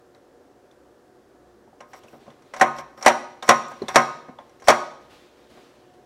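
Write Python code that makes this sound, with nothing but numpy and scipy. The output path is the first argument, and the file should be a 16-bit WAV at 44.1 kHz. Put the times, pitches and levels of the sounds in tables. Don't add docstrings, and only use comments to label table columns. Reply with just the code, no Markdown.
import sys
import numpy as np
from scipy import signal
from scipy.fft import rfft, irfft
from scipy.io import wavfile
from scipy.ndimage import uniform_filter1d

SR = 44100
rng = np.random.default_rng(int(sys.argv[2]) if len(sys.argv) > 2 else 0)


def store_wav(level_fs):
    pcm = np.round(np.clip(np.atleast_2d(level_fs), -1, 1) * 32767)
    wavfile.write(sys.argv[1], SR, pcm.T.astype(np.int16))


N = 267069
RING = 2 ** 15

# frequency in Hz, relative level in dB, time to fall 60 dB in seconds.
ROD_MODES = [(5540, -31, .3), (5610, -27, .36), (5665, -25, .33), (5720, -27, .36), (5800, -31, .25),
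             (6300, -33, .2), (7250, -36, .1), (7750, -33, .15), (7950, -34, .1), (8900, -36, .06),
             (11700, -42, .08), (12400, -46, .08), (14700, -50, .06)]


def gain_of(db):
    return 10 ** (np.asarray(db) / 20)


def evened(x):
    return x / np.sqrt(np.mean(x ** 2) + 1e-20)


def read(points, hz):
    f, value = np.transpose(points)
    return np.interp(np.log(hz + 1), np.log(f + 1), value)


def add(mix, s, sound):
    part = mix[round(s * SR):][:len(sound)]
    part += sound[:len(part)]


def tilted(x, slope_db):
    n = len(x) // 2 * 2
    hz = np.fft.rfftfreq(n, 1 / SR)
    log_gain = slope_db * np.log2((hz + 100) / 1100) * np.log(10) / 20
    cepstrum = irfft(log_gain, n)
    cepstrum[1:n // 2] *= 2
    cepstrum[n // 2 + 1:] = 0
    return irfft(rfft(x[:n]) * np.exp(rfft(cepstrum)), n)


def ringing(modes):
    hz, db, t60 = np.transpose(modes)[:, :, None]
    t = np.arange(RING) / SR
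    return gain_of(db - 60 * t / t60) * np.sin(2 * np.pi * hz * t)


def dying_noise(t60, colour, size):
    hz = np.fft.rfftfreq(256, 1 / SR)
    t = np.arange(size // 64 + 4) * 64 / SR
    a, b = rng.standard_normal((len(t), len(hz), 2)).T
    z = (a + 1j * b) * gain_of(-60 * t / read(t60, hz)[:, None])
    x = signal.istft(z, nperseg=256, noverlap=192)[1][:size]
    x = irfft(rfft(x) * gain_of(read(colour, np.fft.rfftfreq(size, 1 / SR))), size)
    x *= signal.windows.tukey(2 * size, .2)[size:]
    return x / np.linalg.norm(x)


def drifting_noise(colour_db, patchy_db):
    a, b, patches = rng.standard_normal((N // 256 + 5, 513, 3)).T
    patches = uniform_filter1d(patches, 10, 0)
    patches = evened(uniform_filter1d(patches, 12, 1))
    z = (a + 1j * b) * gain_of(colour_db + patchy_db * patches)
    return evened(signal.istft(z, nperseg=1024, noverlap=768)[1][:N])


def room_tone():
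    # frequency in Hz, relative density in dB per Hz.
    air_colour = [(15, -53.5), (25, -27), (45, -19.5), (129, -7), (189, -18.5), (216, -9), (315, 0.5),
                  (390, -8), (585, -2.5), (634, -15), (706, -4.5), (766, -11.5), (1720, -17.5), (2310, -27),
                  (6000, -30), (15700, -41.5)]
    # frequency in Hz, width in Hz, level in dB.
    drone_lines = [(62.5, 4.3, -75.5), (129, 6.8, -76), (220, 15, -71.5), (358, 13, -63.5),
                   (396.7, 23, -66.5), (481.2, 24, -64.5), (600, 13, -70.5), (730, 6.6, -68)]
    air_db = -57
    colour_db = read(air_colour, np.fft.rfftfreq(1024, 1 / SR))
    air = drifting_noise(colour_db[:, None], patchy_db=.6)
    hz = np.fft.rfftfreq(N, 1 / SR)
    z = rfft(rng.standard_normal(N))
    drone = np.zeros(N)
    for line_hz, width_hz, db in drone_lines:
        resonance = 1 / (1 + ((hz - line_hz) / width_hz * 2) ** 2)
        drone += gain_of(db) * evened(irfft(z * resonance, N))
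    return gain_of(air_db) * air + drone


def rustle():
    # frequency in Hz, relative density in dB per Hz.
    cloth_colour = [(180, -5.5), (300, 0.5), (456, -23.5), (502, -13.5), (599, -3), (1340, -13),
                    (3630, -17.5), (14000, -44.5)]
    # start in seconds, hold in seconds, level in dB.
    swishes = [(1.904, 0.2, -62), (2.193, 0.069, -64.5), (2.445, 0.13, -65.5), (3.722, .16, -56),
               (4.392, .12, -65.5), (5.0, 0.039, -62), (5.094, .03, -55), (5.362, 0.088, -66),
               (5.491, .14, -59), (5.745, 0.04, -74), (5.92, 0.027, -79.5)]
    rise_s, fall_db_per_s, slope_db_per_octave = 0.016, 51, 2.5
    hz, t = np.fft.rfftfreq(1024, 1 / SR), np.arange(N) / SR
    colour_db = read(cloth_colour, hz) + slope_db_per_octave * np.log2((hz + 100) / 3500)
    level = np.zeros(N)
    for s, hold, db in swishes:
        rise = np.clip((t - s) / rise_s, 0, 1)
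        falling_s = np.maximum(t - s - rise_s - hold, 0)
        level += rise * gain_of(db - fall_db_per_s * falling_s)
    return level * drifting_noise(colour_db[:, None], patchy_db=.7)


def kitchen(x):
    # frequency in Hz, time to fall 60 dB in seconds.
    kitchen_t60 = [(100, 1), (300, 0.61), (1200, 0.56), (2200, 0.64), (4000, 0.66), (7000, 0.55),
                   (14000, 0.32)]
    # frequency in Hz, relative level in dB.
    kitchen_colour = [(60, 1), (500, -2.5), (1200, 0.5), (2000, -6), (4000, -2.5), (8000, -5.5), (14000, 0)]
    first_walls = np.zeros(250)
    out = np.zeros(N)
    crossfade = 2 * np.pi * 7 * np.arange(N) / SR
    for k in range(3):
        tail = dying_noise(kitchen_t60, kitchen_colour, size=RING)
        share = np.sqrt(2 / 3) * np.cos(crossfade + k * np.pi / 3)
        out += signal.fftconvolve(x * share, np.r_[first_walls, tail])[:N]
    return out


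def slides():
    # start in seconds, end in seconds, relative level in dB.
    strokes = [(1.878, 1.928, -95), (1.94, 2.001, -67), (2.06, 2.197, -95), (2.565, 2.605, -53),
               (2.754, 2.821, -50), (2.964, 3.063, -68), (3.439, 3.484, -48.5), (3.675, 3.732, -67),
               (3.90, 3.967, -48), (4.637, 4.677, -47)]
    usual_db, usual_slope_db, dulling_per_db = -65, 1.65, -0.2378
    out = np.zeros(N)
    damped_modes = [(hz, .7 * db, .014) for hz, db, t60 in ROD_MODES]
    rod = ringing(damped_modes).sum(0)[:2048]
    rod /= np.linalg.norm(rod)
    rod[:2] += .5
    for start, end, db in strokes:
        slope_db = usual_slope_db + dulling_per_db * (db - usual_db)
        n = round((end - start) * SR)
        grit = rng.standard_normal(n) * gain_of(20 * uniform_filter1d(rng.standard_normal(n), 40))
        grit = evened(grit) * signal.windows.tukey(n, .35)
        add(out, start, gain_of(db) * tilted(signal.fftconvolve(grit, rod), slope_db))
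    return out


def contacts():
    # time in seconds, relative blow in dB, brightness in dB per octave,
    # rattle decay in seconds, frame share in dB, rod share in dB, own tick in Hz, tick share in dB,
    # graze lead in seconds, bounce relative to the blow in dB.
    slams = [(2.6117, -0.5, 0.27, 0.011, -1.5, -16.5, 1790, 4.5, .015, -28),
             (3.0615, 3, 0.37, 0.0032, -5.5, -2, 1810, 0, 0.014, -4),
             (3.49, 3.5, 0.25, 0.0043, -3.5, -0.5, 1820, -9.5, .012, -11.5),
             (3.9578, 3.5, 0.37, 0.0029, -2.5, 0.5, 1769, 1, .014, -19.5),
             (4.6827, 5.5, 0.66, 0.0093, -4.5, -5, 586, -5.5, 0.01, -7.5)]
    # time in seconds, relative blow in dB, brightness in dB per octave,
    # own tick in Hz, tick share in dB.
    taps = [(.148, -50.5, 2, 3860, 7), (.7125, -57.5, 4, 3530, 5.5), (1.677, -62, -12, 895, 19.5),
            (1.73, -59, -11.5, 800, 18.5), (1.805, -33, 0.3, 2850, -2), (1.933, -33, 0.9, 1900, 5),
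            (2.035, -46, 3.5, 3270, -1.5), (2.044, -45, -10, 606, 4), (2.083, -52, 4.5, 2600, 7),
            (2.131, -37.5, -7, 1540, 2), (2.265, -44, -5, 520, 5), (2.277, -40, -9, 516, -3),
            (2.303, -48.5, 1.5, 3500, 6), (2.421, -54, 4, 3550, -7), (2.5367, -25.5, 1.5, 1940, 1),
            (2.563, -28, 1, 1060, 0), (2.784, -27, 2, 3340, -9), (2.975, -36, -1.5, 1670, -7),
            (3.011, -32.5, 1, 790, 5), (3.026, -26.5, 4, 5580, 1.5), (3.425, -22, 2, 3710, -1.5),
            (3.468, -42, 5, 600, -8), (3.684, -57, 4, 7400, 10), (3.715, -31.5, 0.5, 1040, -5),
            (3.8178, -29, -5.5, 400, 11), (3.8208, -52, 6.5, 4120, 11), (3.833, -37.5, -10.5, 230, 1.5),
            (3.8829, -19.5, 3, 3605, -2.3), (3.901, -34, -0.5, 4580, -3), (4.283, -35, -6, 700, -4.5),
            (4.292, -42.5, -9, 245.5, 0.5), (4.387, -37, -3.5, 3440, 8), (4.388, -36.5, -2.5, 910, 10),
            (4.494, -56, 5.5, 2120, -10.5), (4.599, -51.5, 4.5, 2020, 5), (4.611, -53.5, -1.5, 6200, 8),
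            (4.621, -37.5, 2.1, 1510, -2.5), (5.572, -42.5, -4.5, 700, 2.5), (5.939, -60, 5, 3070, 1)]
    bounce_lag_s = .018
    usual_tap_db, usual_rattle_s, rattle_per_db = -44, .002, 0.42
    rows = []
    for s, db, slope_db, rattle, frame_db, rod_db, hz, tick_db, lead, bounce_db in slams:
        graze = (s - lead, db - 22.5, 2.5, 0.0088, 2.5, rod_db, 1900, -8.5)
        slam = (s, db, slope_db, rattle, frame_db, rod_db, hz, tick_db)
        bounce = (s + bounce_lag_s, db + bounce_db, 0.36, .003, -5.5, rod_db, 1846, 0.4)
        rows += [graze, slam, bounce]
    for s, db, slope_db, hz, tick_db in taps:
        rattle = usual_rattle_s * gain_of(rattle_per_db * (db - usual_tap_db))
        frame_db = -1 - 0.49 * tick_db
        rows.append((s, db, slope_db, rattle, frame_db, -3, hz, tick_db))
    return rows


def blows():
    # frequency in Hz, relative level in dB,
    # time to fall 60 dB in seconds.
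    frame_modes = [(143, -20, .5), (235.3, -8, 0.32), (358.6, -11.5, 0.37), (375, -25, 0.19),
                   (555.3, -1, 0.15), (607, -4, 0.24), (636, -20.5, 0.13), (759.4, 1.5, 0.18),
                   (760, -3, 0.23), (915, -12.5, 0.24), (960, -7, 0.29), (939, -12, 0.52),
                   (1053.2, 3.5, 0.21), (1106, -11, 0.48), (1208, -18.5, 0.15), (1245, -7.5, 0.51),
                   (1424, -9.5, 0.04), (1482, -12, 0.46), (1600, -5, 0.17), (1795, -21, 0.13),
                   (1690, -21, 0.3), (1890, -24.5, 0.18), (2190, -10.5, 0.23), (2300, -31.5, .3),
                   (2550, -24.5, 0.39), (3150, -39.5, .2)]
    # frequency in Hz, relative density in dB per Hz.
    housing_colour = [(24, -60.5), (40, -37), (351, -14), (762, 0), (908, -9), (1050, -5.5), (1610, -14),
                      (2020, -11), (2590, -21), (5200, -25.5), (5670, -14), (6200, -22.5), (10000, -35),
                      (15700, -55.5)]
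    # frequency in Hz, time to fall 60 dB in seconds.
    housing_t60 = [(100, 0.15), (700, 0.12), (2000, 0.15), (5000, 0.062), (13000, 0.077)]
    frame, rod = ringing(frame_modes), ringing(ROD_MODES)
    out, t = np.zeros(N), np.arange(RING) / SR
    tick_t = t[:8192]
    fade = signal.windows.tukey(2 * RING, .3)[RING:]
    for s, db, slope_db, rattle, frame_db, rod_db, hz, tick_db in contacts():
        spot = gain_of(0.37 * rng.standard_normal(len(frame_modes))) * rng.choice([-1, 1], len(frame_modes))
        loose = 1 + 0.48 * evened(uniform_filter1d(rng.standard_normal(RING), 300))
        rod_ring = loose * (rng.choice([-1, 1], len(ROD_MODES)) @ rod)
        metal = gain_of(frame_db) * spot @ frame + gain_of(rod_db) * rod_ring

        chatter = rng.standard_normal(1024) * (rng.random(1024) < .05)
        chatter *= np.exp(-t[:1024] / rattle)
        chatter[0] = 1.8
        tick_t60 = .012 + 10 / hz
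        tick = gain_of(tick_db - 60 * tick_t / tick_t60) * np.sin(2 * np.pi * hz * tick_t)

        body = 8.37 * dying_noise(housing_t60, housing_colour, size=RING) + 0.18 * metal
        crack = signal.lfilter(*signal.butter(3, 8500, fs=SR), rng.standard_normal(RING))
        body += gain_of(0.58 * db - 13.5 - 60 * t / 0.027) * crack
        body *= 1 - np.exp(-t / (0.22 * rattle))
        tick *= 1 - np.exp(-tick_t * hz * 2)
        add(body, 0, 0.6 * signal.fftconvolve(tick, chatter / np.linalg.norm(chatter)))
        add(out, s, gain_of(db) * tilted(body, slope_db) * fade)
    return signal.lfilter(*signal.butter(3, 75, "high", fs=SR), out)


def scene():
    part = blows() + slides()
    echo = gain_of(-14.5) * kitchen(part)
    return (part + echo + rustle() + room_tone())[None]


def record(dry):
    held = np.clip(dry, -.98, .98)
    band_limit = signal.firwin(1023, 15860, window=("kaiser", 9), fs=SR)
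    return signal.oaconvolve(held, band_limit[None], "same")


dry = scene()
out = record(dry)
store_wav(out)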